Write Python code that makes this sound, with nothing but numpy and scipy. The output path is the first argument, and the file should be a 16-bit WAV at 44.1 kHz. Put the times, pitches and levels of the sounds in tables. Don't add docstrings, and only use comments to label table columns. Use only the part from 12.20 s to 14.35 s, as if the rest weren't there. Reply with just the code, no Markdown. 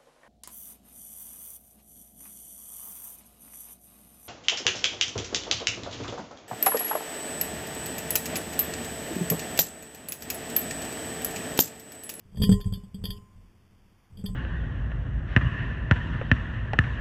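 import sys
import numpy as np
from scipy import signal
from scipy.fft import rfft, irfft
from scipy.io import wavfile
from scipy.ndimage import map_coordinates

SR = 44100
rng = np.random.default_rng(int(sys.argv[2]) if len(sys.argv) > 2 else 0)


def dump_mix(stems):
    frames = np.atleast_2d(stems).T
    limited = np.clip(frames, -1, 1)
    pcm = np.round(limited * 32767).astype(np.int16)
    wavfile.write(sys.argv[1], SR, pcm)


N = 94815

# frequency in Hz, relative density in dB.
AIR_SPECTRUM = [(13, -21.5), (22, 3), (170, -7.5), (202, -12.5), (278, -24), (337, -12.5), (485, -23.5),
                (1090, -21.5), (1380, -25.5), (3600, -27.5), (4680, -36), (7920, -120)]
# frequency in Hz, level in dB, T60 in seconds.
SHELL_MODES = [(408.2, -15, 0.45), (1037, -23, 0.86), (1804, -15, 0.047), (1899, -28, 0.26),
               (2478, -18.5, .045), (2795, -32, 0.084), (2985, -23.5, 0.3), (3300, -34, 0.036),
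               (3233, -6, 0.028), (3248, -3, .11), (3430, -27.5, 0.023), (3524, -5.5, 0.1)]
HOUSING_MODES = [(190.3, -7, .12), (193.86, -0.5, 0.17), (221, -24, 0.18), (415.5, -13, 0.31),
                 (462.4, -15.5, 0.11)]
MOUNT_MODES = [(38.7, -5.5, 0.3), (54, -12, 0.032), (97.1, 3, 0.12), (114.3, -6.5, 0.19)]
# time in seconds, level in dB.
TREMBLE_ENVELOPE = [(0, -61.5), (.12, -52.5), (.22, -26), (.33, -53), (0.419, -40), (.7, -54), (0.902, -39),
                    (1.08, -59.5), (1.202, -54.5), (1.35, -58), (1.55, -57.5), (1.702, -58.5), (1.88, -66),
                    (2.0, -41), (2.15, -43)]
# start in seconds, length in seconds, force level in dB.
CLAW_DRAGS = [(0.116, .06, -58), (0.207, .04, -34), (0.23, 0.053, -67), (0.402, .012, -38),
              (0.45, .05, -54), (0.543, 0.017, -44.5), (0.583, .02, -71), (0.626, .03, -63),
              (0.86, .03, -49.5), (1.978, 0.041, -56), (2.056, 0.0072, -44), (2.107, .012, -62)]
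# mid-contact time in seconds, housing gain in dB, mount gain in dB,
# contact length in ms, rattle level in dB.
BODY_BUMPS = [(0.059, -51, -46, 3.6, -67), (0.125, -44.5, -65, 4.5, -58), (0.146, -35.5, -57, 5, -47),
              (.174, -31, -32, 3.6, -44), (0.203, -22, -22, 2.3, -45), (.217, -19, -22, 2.27, -34),
              (0.236, -15.5, -69, 2.93, -36.5), (.271, -21, -22.5, 2.5, -62), (.292, -8.5, -52, 2.7, -23),
              (.318, -13.5, -12.5, 2.93, -30.5), (0.3362, -31, -15.5, 5.9, -36),
              (0.395, -67, -43, 12, -42.5), (.4624, -23.5, -18, 3.8, -47), (0.5249, -26, -21.5, 4.5, -41.5),
              (.573, -31.5, -66, 4, -48.5), (.636, -37, -50, 3.7, -52), (.683, -64, -44, 5.5, -75),
              (0.7452, -29, -46.5, 3.02, -52), (0.791, -33, -35.5, 6.1, -57), (0.818, -45, -32, 4.3, -50),
              (.840, -27.5, -39, 2.05, -37.5), (0.863, -47, -58, 2, -45), (.891, -32.5, -28.5, 4.4, -50),
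              (0.93, -31.5, -55, 8.6, -58), (.981, -45, -55, 3.8, -62), (1.027, -47.5, -46.5, 4.3, -76),
              (1.162, -45.5, -42, 7, -79), (1.191, -50, -40.5, 9.1, -79), (1.247, -51, -53, 5.3, -76),
              (1.909, -53, -50.5, 4.3, -65), (1.925, -63.5, -38, 8.9, -67), (1.947, -48, -40, 8.1, -60),
              (1.971, -41, -47.5, 6.6, -51.5), (1.991, -44, -48, 2, -51), (2.0408, -25.5, -32, 2.24, -37.5),
              (2.087, -38, -17.5, 13.3, -42), (2.105, -25.5, -29.5, 4.8, -55),
              (2.131, -33.5, -38, 4.1, -66)]
# start in seconds, gain in dB, tilt in dB per octave, skid decay in ms.
HARD_TAPS = [(0.1581, -56, -3, 6), (.171, -47, -6.5, 21), (.199, -49, 7, 12), (.2202, -26, 2, 10),
             (0.2319, -27.5, -0.5, 8.4), (.238, -25, -5, 5.9), (.2925, -41, 10, 4.5), (.3155, -35, 5, 10),
             (.3245, -34, -11.5, 10), (.404, -44.5, 19, 6), (0.443, -50.5, -10.5, 8),
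             (0.524, -47.5, 22, 6.7), (.536, -38.5, 7.5, 7.9), (0.7438, -47, 7, 4.4),
             (.8392, -33.5, 3.5, 3.6), (0.8529, -28.5, 5.5, 6), (0.9041, -30.5, 5, 2.4),
             (1.971, -53, 12, 18), (2.011, -62, -5, 13), (2.0607, -35, 4, 7.5)]


def amp(db):
    return 10 ** (np.asarray(db) / 20)


def unit_rms(x):
    return x / np.sqrt(np.mean(x ** 2))


def decay(t60_s):
    return np.exp(-np.log(1000) * np.arange(SR) / SR / t60_s)


def add(out, start_s, sound):
    i = max(int(start_s * SR), 0)
    part = sound[:max(N - i, 0)]
    out[i:i + len(part)] += part


def lowpass(x, hz, order):
    return signal.sosfilt(signal.butter(order, hz, fs=SR, output="sos"), x)


def rings(modes):
    t = np.arange(SR) / SR
    return np.array([amp(db) * decay(t60_s) * np.sin(2 * np.pi * hz * t) for hz, db, t60_s in modes])


def air(level_db=-67.5, low_cut_hz=240):
    hz, db = np.array(AIR_SPECTRUM).T
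    bins_hz = np.maximum(np.arange(N // 2 + 1) * SR / N, 1)
    colour = amp(np.interp(np.log(bins_hz), np.log(hz), db))
    colour *= np.minimum(bins_hz / low_cut_hz, 1) ** 2
    return amp(level_db) * unit_rms(irfft(rfft(rng.standard_normal(N)) * colour, N))


def tremble(housing_db=-0.5):
    ring = rings(MOUNT_MODES).sum(axis=0) + amp(housing_db) * rings(HOUSING_MODES).sum(axis=0)
    quiver = signal.fftconvolve(rng.standard_normal(N + SR - 1), ring * decay(t60_s=0.12), mode="valid")
    times_s, db = np.array(TREMBLE_ENVELOPE).T
    envelope = amp(np.interp(np.arange(N) / SR, times_s, db))
    return envelope * unit_rms(lowpass(quiver, hz=253, order=1))


def claw_squeak(start_s=0.953, length_s=0.04, from_hz=3350, to_hz=2800, jitter=0.081, level_db=-62):
    out, n = np.zeros(N), int(length_s * SR)
    wobble = unit_rms(lowpass(rng.standard_normal(n), hz=500, order=1))
    pitch_hz = np.linspace(from_hz, to_hz, n) * (1 + jitter * wobble)
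    tone = np.sin(2 * np.pi * np.cumsum(pitch_hz) / SR)
    add(out, start_s, amp(level_db) * unit_rms(np.hanning(n) * tone))
    return out


def claw_scrapes(slips_per_s=900, spread_db=9):
    slips = (rng.random(N) < slips_per_s / SR) * rng.standard_normal(N)
    slips *= amp(spread_db * rng.standard_normal(N))
    force = np.zeros(N)
    for start_s, length_s, db in CLAW_DRAGS:
        drag = slips[int(start_s * SR):int((start_s + length_s) * SR)]
        add(force, start_s, amp(db) * drag / (np.linalg.norm(drag) + 1e-9))
    return signal.fftconvolve(force, rings(SHELL_MODES).sum(axis=0))[:N]


def body_thumps(mount_lead_s=0.005, mount_build_s=0.028):
    out = np.zeros(N)
    housing = rings(HOUSING_MODES).sum(axis=0)
    mount = -rings(MOUNT_MODES).sum(axis=0) * (1 - decay(mount_build_s))
    t = np.arange(SR // 20) / SR
    for middle_s, housing_db, mount_db, contact_ms, rattle_db in BODY_BUMPS:
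        contact_s = contact_ms / 1000
        start_s = middle_s - contact_s / 2
        push = np.sin(np.pi * np.minimum(t / contact_s, 1)) ** 2
        push /= push.sum()
        add(out, start_s, amp(housing_db) * signal.fftconvolve(housing, push))
        add(out, start_s - mount_lead_s, amp(mount_db) * signal.fftconvolve(mount, push))
        rattle = unit_rms(lowpass(rng.standard_normal(SR), hz=400, order=2))
        add(out, middle_s, amp(rattle_db) * rattle * decay(t60_s=0.047))
    return out


def shell_clinks(pivot_hz=3440, scatter_db=1.2, tick_base_db=-11, rasp_db=-6, attack_s=0.004):
    out, modes = np.zeros(N), rings(SHELL_MODES)
    octaves = np.log2(np.array(SHELL_MODES)[:, 0] / pivot_hz).clip(-1, 1)
    t_ms = np.arange(SR) * 1000 / SR
    rasp_band = signal.butter(2, [3198, 3448], "band", fs=SR, output="sos")
    for start_s, db, tilt_db_per_octave, skid_ms in HARD_TAPS:
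        mode_db = tilt_db_per_octave * octaves + scatter_db * rng.standard_normal(len(modes))
        ring = amp(mode_db) @ modes
        tick = lowpass(rng.standard_normal(SR), hz=3000, order=1)
        tick *= amp(tick_base_db - tilt_db_per_octave / 2) * decay(t60_s=0.034)
        skid = np.exp(-t_ms / skid_ms)
        friction = signal.sosfilt(rasp_band, rng.standard_normal(SR))
        rasp = amp(rasp_db) * skid.std() * unit_rms(skid * friction)
        add(out, start_s, amp(db) * (1 - decay(attack_s)) * (ring + rasp + tick))
    return out


def scene():
    return (shell_clinks() + claw_scrapes() + claw_squeak() + body_thumps() + tremble() + air())[None]


def record(dry):
    low_cut_hz, input_edge_hz, output_edge_hz = 8, 3583, 15150
    sample_hz, hold_hz = 8000, 32000
    x = signal.sosfilt(signal.butter(1, low_cut_hz, "high", fs=SR, output="sos"), dry[0])
    bins_hz = np.arange(N + 1) * SR / (2 * N)
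    input_gain = 1 / np.sqrt(1 + (bins_hz / input_edge_hz) ** 35)
    narrow = irfft(rfft(np.r_[x, x[::-1]]) * input_gain)
    samples = map_coordinates(narrow, [np.arange(0, 2 * N, SR / sample_hz)], mode="nearest")
    steps = np.repeat(samples, hold_hz // sample_hz)
    held = signal.resample_poly(steps, SR, hold_hz)[:N]
    output_lowpass = signal.ellip(10, 0.2, 70, output_edge_hz, fs=SR, output="sos")
    return signal.sosfilt(output_lowpass, held)[None]


dry = scene()
out = record(dry)
dump_mix(out)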